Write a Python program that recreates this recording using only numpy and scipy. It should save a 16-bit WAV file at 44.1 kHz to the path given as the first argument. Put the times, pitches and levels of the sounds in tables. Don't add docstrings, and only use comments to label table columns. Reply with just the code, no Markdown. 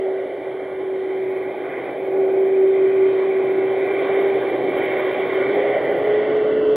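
import sys
import numpy as np
from scipy import signal
from scipy.fft import rfft, irfft, next_fast_len
from scipy.io import wavfile
from scipy.ndimage import uniform_filter1d, map_coordinates

SR = 44100
rng = np.random.default_rng(int(sys.argv[2]) if len(sys.argv) > 2 else 0)


def waveform_to_disk(signal):
    frames = np.transpose(np.atleast_2d(signal))
    scaled = np.clip(frames, -1, 1) * 32767
    samples = np.round(scaled).astype(np.int16)
    wavfile.write(sys.argv[1], SR, samples)


N = 298097

# frequency in Hz, relative level in dB per Hz.
MURMUR_SPECTRUM = [(10, -120), (25, -19), (45, -13.5), (70, -3), (110, -12.5), (160, -120)]
# frequency in Hz, relative level in dB per Hz.
AIR_SPECTRUM = [(4000, -120), (4900, -13.5), (5300, -1.5), (6000, -1), (8300, -2.5), (9500, 1),
                (11000, -0.5), (13000, -8), (15000, -10.5), (16000, -19)]

# frequency in Hz, relative level in dB per Hz.
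CHORUS_SPECTRUM = [(7500, -120), (8400, -14), (8900, -5), (9600, 0), (10400, -1), (11200, -4), (12000, -10),
                   (13000, -5), (14200, -11), (15000, -13), (16000, -40)]
# frequency in Hz, relative level in dB per Hz.
SINGER_SPECTRUM = [(8500, -120), (9400, -16), (9700, -9), (10100, -10), (10900, -2), (11400, -4),
                   (11950, -18), (12400, -4), (12800, -1), (13500, 0), (14150, -16), (14600, -11),
                   (15100, -10), (15600, -30)]
# time in seconds, level in dB.
SINGER_LEVEL = [(0, -85.5), (1.05, -81), (1.4, -70), (1.8, -72), (2.3, -67.5), (2.8, -72.5), (3.2, -69.5),
                (3.6, -69), (4.2, -64), (4.41, -67.5), (4.75, -62), (5.2, -66), (6.1, -69), (6.14, -86.5),
                (6.76, -87)]
# frequency in Hz, left-right likeness from -1 to 1.
INSECT_LIKENESS = [(9000, .78), (14000, .81)]
CHORUS_DB, HUSH_S, HUSH_DB = -73, 6.12, -11
STROKES_PER_S, SLOWING_PER_S2, FIRST_STROKE = 14.7675, .125, .34
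# peak time in seconds, level in dB, time to fall to 1/e in seconds.
RUSTLES = [(6.37, -68, .008), (6.69, -71, .014), (6.725, -71, .018)]

# time in seconds, share of the intake sound heard side-on from 0 to 1.
SIDE_ON_SHARE = [(0, 0.46), (1, 0.18), (4, 0.01), (5.5, 0.31), (6.1, 0.7), (6.4, 0.7), (6.55, 1),
                 (6.76, 0.91)]
# time in seconds, fan control level in dB, rush level in dB.
INTAKE_LEVELS = [(0, -56, -44.5), (0.9, -57.5, -46.5), (1.15, -57, -42.5), (1.56, -56.5, -41.5),
                 (1.86, -52.5, -38), (2, -56.5, -43), (2.6, -57.5, -42.5), (2.8, -54.5, -38.5),
                 (3.13, -52, -38), (3.63, -51, -38.5), (4.05, -47.5, -33.5), (4.6, -49, -38),
                 (4.84, -44.5, -31), (5.5, -45, -32.5), (6.25, -46.5, -36), (6.76, -46, -47)]
# frequency in Hz, relative level in dB per Hz.
BODY_SPECTRA = ([(800, -120), (870, -1.5), (963, 5), (1140, 6), (1320, -4), (1460, 5), (1650, 2.5),
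                (1760, -5.5), (1900, -20.5), (2100, -120)], [(800, -120), (870, -5), (950, -6), (1110, -2),
                (1300, -8), (1480, -2), (1680, -16.5), (1780, -11.5), (1900, -22), (2100, -120)])
RUSH_SPECTRA = ([(1450, -120), (1620, -26), (1760, -14), (1940, -1), (2200, 0), (2350, -1), (2420, -9),
                (2520, -13), (2580, -28), (2700, -120)], [(1450, -120), (1620, -30), (1760, -12), (1950, 0),
                (2150, -6), (2300, -12), (2450, -22), (2550, -26), (2700, -120)])
FAN_SPECTRA = ([(2500, -120), (2600, -18), (2680, -12), (2860, -12), (3000, -6), (3100, 0), (3300, -5),
               (3450, -6), (3600, -5), (3780, -12), (3900, -120)], [(2450, -120), (2560, -10), (2680, -2),
               (2900, -4), (3120, 0), (3450, -6), (3650, -18), (3800, -20), (3900, -120)])
HISS_SPECTRA = ([(3650, -120), (3780, 0), (3980, -9), (4180, -4), (4400, -17), (4520, -27), (4750, -31),
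                (4900, -17), (5300, -24), (5600, -34), (6500, -120)], [(3650, -120), (3780, -2), (4000, 0),
                (4150, -5), (4550, 0), (4800, -10), (5100, -13), (5400, -15), (5700, -24), (6500, -120)])
# base level in dB at a loud fan,
# growth in dB per dB of the fan, change in dB when fully side-on.
INTAKE_REGISTERS = [(-35, 0.85, -3), (-44, 1, -1), (-62.5, 0.66, -1)]
LOUD_FAN_DB = -45
# frequency in Hz, width in Hz, full level in dB, start and end in seconds.
COMPRESSOR_TONES = [(825, 14, -47, 0, 6.5), (2490, 14, -60, .8, 5.2), (2210, 12, -47, 4.5, 5.9),
                    (2750, 8, -59, 4.3, 5.7), (3762, 8, -63, 4.1, 5.7), (4605, 25, -87, 1, 6)]

# frequency in Hz, relative level in dB per Hz.
RUMBLE_SPECTRUM = [(10, -120), (30, -51), (50, -35), (86, -12), (118, -16), (162, -4.5), (230, -3),
                   (270, -2.5), (310, -5), (360, -120)]
# frequency in Hz, relative level in dB per Hz.
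DRONE_SPECTRUM = [(170, -120), (230, -26), (262, -16), (285, -6), (310, -6), (350, 1), (400, 0), (460, -8),
                  (520, -17), (600, -120)]
# frequency in Hz, relative level in dB per Hz.
ROAR_SPECTRA = ([(340, -120), (400, -8.5), (450, -6.5), (490, -2), (545, 1.5), (680, -3), (790, -4),
                (845, -8.5), (930, -22.5), (1000, -120)], [(340, -120), (400, -7), (450, -8), (570, 2),
                (650, -0.5), (720, -13), (830, -18), (930, -27), (1000, -120)])
# time in seconds, level in dB.
ROAR_LEVEL = [(0, -28.5), (0.9, -36), (1.4, -33.5), (2.3, -28.5), (2.9, -33.5), (3.8, -28.5), (4.6, -26),
              (5.0, -26.5), (5.48, -27), (5.57, -21.5), (5.85, -21), (6.1, -23.5), (6.76, -28.5)]
# frequency in Hz, width in Hz, level in dB over the drone.
EXHAUST_HUM = (128, 6.8, -23.5)
RUMBLE_START_DB, RUMBLE_DB_PER_S = -53, 2
DRONE_START_DB, DRONE_DB_PER_S, DRONE_SIDE_ON_DB = -34, 1.735, -7.5
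GUSTS_DB, GUSTS_PER_S = 1, 5

# start and end in seconds, first and last frequency in Hz,
# level in dB before flutter and the fade in and out.
SPOOL_WHINES = [(5.946, 6.495, 2410, 2710, -57), (6.101, 6.605, 2890, 3010, -62)]
# time in seconds, frequency in Hz.
HOWL_HZ = [(0, 382.5), (1.5, 379.4), (2.1, 384.2), (3.2, 383.7), (3.6, 382), (3.9, 387.4), (4.3, 390.3),
           (4.6, 387.5), (4.8, 380.8), (5.1, 377.7), (5.44, 382.9), (5.54, 405.2), (6.1, 421), (6.5, 430),
           (6.76, 431)]
# time in seconds, level in dB before flutter.
HOWL_DB = [(0, -24), (0.25, -24.5), (0.29, -34.5), (0.6, -29), (0.96, -23.5), (1.32, -22), (1.56, -32),
           (1.8, -32), (1.92, -44.5), (2.04, -28), (2.18, -18), (2.55, -15), (3.12, -17), (3.6, -19),
           (3.98, -23), (4.32, -17.5), (4.54, -28), (5.04, -21.5), (5.16, -24.5), (5.42, -20.5),
           (5.5, -26.5), (5.57, -22.5), (5.78, -25), (5.9, -26), (6.12, -17.5), (6.3, -19.5), (6.76, -16)]
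# multiple of the pitch, level in dB over the whine control.
HOWL_OVERTONES = [(6, 0), (7, -11), (8, -15)]

# frequency in Hz, likeness from -1 to 1.
PORT_LIKENESS = [(60, 0.99), (110, 1), (190, 0.98), (350, 0.99), (620, 1), (1110, 0.93), (1990, 1),
                 (3560, 0.95)]
# frequency in Hz, left minus right in dB.
PORT_TILT = [(60, -.5), (230, -.5), (580, -.7), (910, -1.5), (1440, -2.5), (2260, -.5), (3560, -1)]
# frequency in Hz, lead of the left in radians.
PORT_LEAD = [(0, 0.08), (860, -0.13), (1810, 0.1), (2500, -0.59), (2760, 0.1), (3700, -0.22)]
TOP_HZ = 15500


def amp(db):
    return 10 ** (np.asarray(db) / 20)


def unit(x):
    return x / np.sqrt(np.mean(x ** 2) + 1e-20)


def along(points, hz):
    f, v = np.transpose(points)
    return np.interp(np.log(hz + 1), np.log(f + 1), v)


def curves(rows):
    seconds, *columns = np.transpose(rows)
    t = np.arange(N) / SR
    return [np.interp(t, seconds, column) for column in columns]


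def wobble(rate):
    knots = rng.standard_normal(int(N * rate / SR) + 4)
    return map_coordinates(knots, [np.arange(N) * rate / SR])


def filtered(x, response):
    size = next_fast_len(N + 8192)
    hz = np.fft.rfftfreq(size, 1 / SR)
    return irfft(rfft(x, size) * response(hz), size)[..., :N]


def patchy(patchy_db):
    bins = signal.stft(rng.standard_normal((2, N)), nperseg=512)[2]
    field = rng.standard_normal(bins.shape[1:])
    field = uniform_filter1d(field, size=5, axis=0)
    field = uniform_filter1d(field, size=16, axis=1)
    return signal.istft(bins * amp(patchy_db * unit(field)), nperseg=512)[1][:, :N]


def coloured(noise, spectrum):
    return unit(filtered(noise, lambda hz: amp(along(spectrum, hz))))


def narrow(pair, hz, width):
    return unit(filtered(pair, lambda f: 1 / (1 + ((f - hz) / width) ** 2)))


def turning(pair, spectra):
    side_on = np.clip(curves(SIDE_ON_SHARE)[0], 0, 1)
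    ahead_sound = (1 - side_on) * coloured(pair, spectra[0])
    return ahead_sound + side_on * coloured(pair, spectra[1])


def spread(pair, likeness):
    def mid_side(hz):
        angle = np.arccos(np.clip(along(likeness, hz), -1, 1)) / 2
        return np.array([np.cos(angle), np.sin(angle)])

    mid, side = filtered(pair, mid_side)
    return np.array([mid + side, mid - side])


def far_murmur():
    noise = coloured(patchy(patchy_db=1.5), MURMUR_SPECTRUM)
    return amp(-66.5) * spread(noise, [(50, 0.65)])


def evening_air():
    noise = coloured(patchy(patchy_db=2.5), AIR_SPECTRUM)
    return amp(-78) * spread(noise, [(6000, 1.0), (12000, 0.93)])


def crickets():
    t = np.arange(N) / SR
    stroke = (FIRST_STROKE + STROKES_PER_S * t - SLOWING_PER_S2 * t ** 2 / 2) % 1
    rise, stop = np.clip(stroke / .36, 0, 1), np.clip((.8 - stroke) / .11, 0, 1)
    swell = rise * stop + .36
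    chorus_db = CHORUS_DB + HUSH_DB * (t > HUSH_S)
    chorus = amp(chorus_db) * coloured(patchy(patchy_db=0.0), CHORUS_SPECTRUM)
    singer_db = curves(SINGER_LEVEL)[0] + 2.0 * wobble(9)
    singer = amp(singer_db) * unit(swell) * coloured(patchy(patchy_db=2.5), SINGER_SPECTRUM)
    return spread(chorus + singer, INSECT_LIKENESS) * amp([[.85], [-.85]])


def rustles():
    t = np.arange(N) / SR
    burst = sum(amp(db) * np.exp(-((t - peak) / length) ** 2) for peak, db, length in RUSTLES)
    spectrum = [(4000, -120), (5000, 0), (6400, -4), (7500, -14), (9000, -120)]  # Hz, relative dB per Hz
    return burst * coloured(rng.standard_normal(N), spectrum)


def intake():
    air, t = patchy(patchy_db=1.23), np.arange(N) / SR
    fan_db, rush_db = curves(INTAKE_LEVELS)
    swell_db, side_on = fan_db - LOUD_FAN_DB, curves(SIDE_ON_SHARE)[0]
    sound = amp(rush_db) * turning(air, RUSH_SPECTRA)
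    colours = (BODY_SPECTRA, FAN_SPECTRA, HISS_SPECTRA)
    for (base_db, grows, side_db), spectra in zip(INTAKE_REGISTERS, colours):
        level_db = base_db + grows * swell_db + side_db * side_on + 0.72 * wobble(6)
        sound += amp(level_db) * turning(air, spectra)
    for hz, width, db, start, end in COMPRESSOR_TONES:
        fade = np.clip(np.minimum(t - start, end - t) / 0.9, 0, 1)
        sound += amp(db) * fade * narrow(air, hz, width)
    return sound


def exhaust():
    air, t = patchy(patchy_db=0.5), np.arange(N) / SR
    rumble_db = RUMBLE_START_DB + RUMBLE_DB_PER_S * t + GUSTS_DB * wobble(GUSTS_PER_S)
    drone_db = DRONE_START_DB + DRONE_DB_PER_S * t + GUSTS_DB * wobble(GUSTS_PER_S)
    drone_db += DRONE_SIDE_ON_DB * curves(SIDE_ON_SHARE)[0]
    hum_hz, hum_width, hum_db = EXHAUST_HUM
    rumble = amp(rumble_db) * coloured(air, RUMBLE_SPECTRUM)
    hum = amp(drone_db + hum_db) * narrow(air, hum_hz, hum_width)
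    drone = amp(drone_db) * coloured(air, DRONE_SPECTRUM)
    roar = amp(curves(ROAR_LEVEL)[0]) * turning(air, ROAR_SPECTRA)
    return rumble + hum + drone + roar


def spool_up():
    t, sound = np.arange(N) / SR, 0
    for start, end, low_hz, high_hz, db in SPOOL_WHINES:
        way = np.clip((t - start) / (end - start), 0, 1)
        phase = 2 * np.pi * np.cumsum(low_hz + (high_hz - low_hz) * way) / SR
        level = amp(db + 3 * wobble(21)) * np.sin(np.pi * way)
        sound = sound + level * np.sin(phase + wobble(36))
    return sound


def howl():
    phase = 2 * np.pi * np.cumsum(curves(HOWL_HZ)[0]) / SR
    tremble = .22 * wobble(14)
    flutter_db = 1.5 * wobble(13)
    tone = amp(curves(HOWL_DB)[0] + flutter_db) * np.sin(phase + tremble)
    whine_db = curves(INTAKE_LEVELS)[0] - 40 * curves(SIDE_ON_SHARE)[0]
    whine = 0
    for multiple, over_db in HOWL_OVERTONES:
        level = amp(whine_db + over_db + 4 * wobble(5.2))
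        whine = whine + level * np.sin(multiple * phase + 2.5 * wobble(9))
    return np.sqrt(2) * (tone + whine)


def at_ports(jet):
    half = np.array([[.5], [-.5]])

    def response(hz):
        return amp(half * along(PORT_TILT, hz)) * np.exp(1j * half * along(PORT_LEAD, hz))

    return filtered(jet, response)


def scene():
    background = far_murmur() + evening_air()
    nearby = crickets() + rustles()
    jet = spread(intake() + exhaust(), PORT_LIKENESS) + spool_up() + howl()
    return background + nearby + at_ports(jet)


def record(dry):
    return filtered(dry, lambda hz: hz < TOP_HZ)


dry = scene()
out = record(dry)
waveform_to_disk(out)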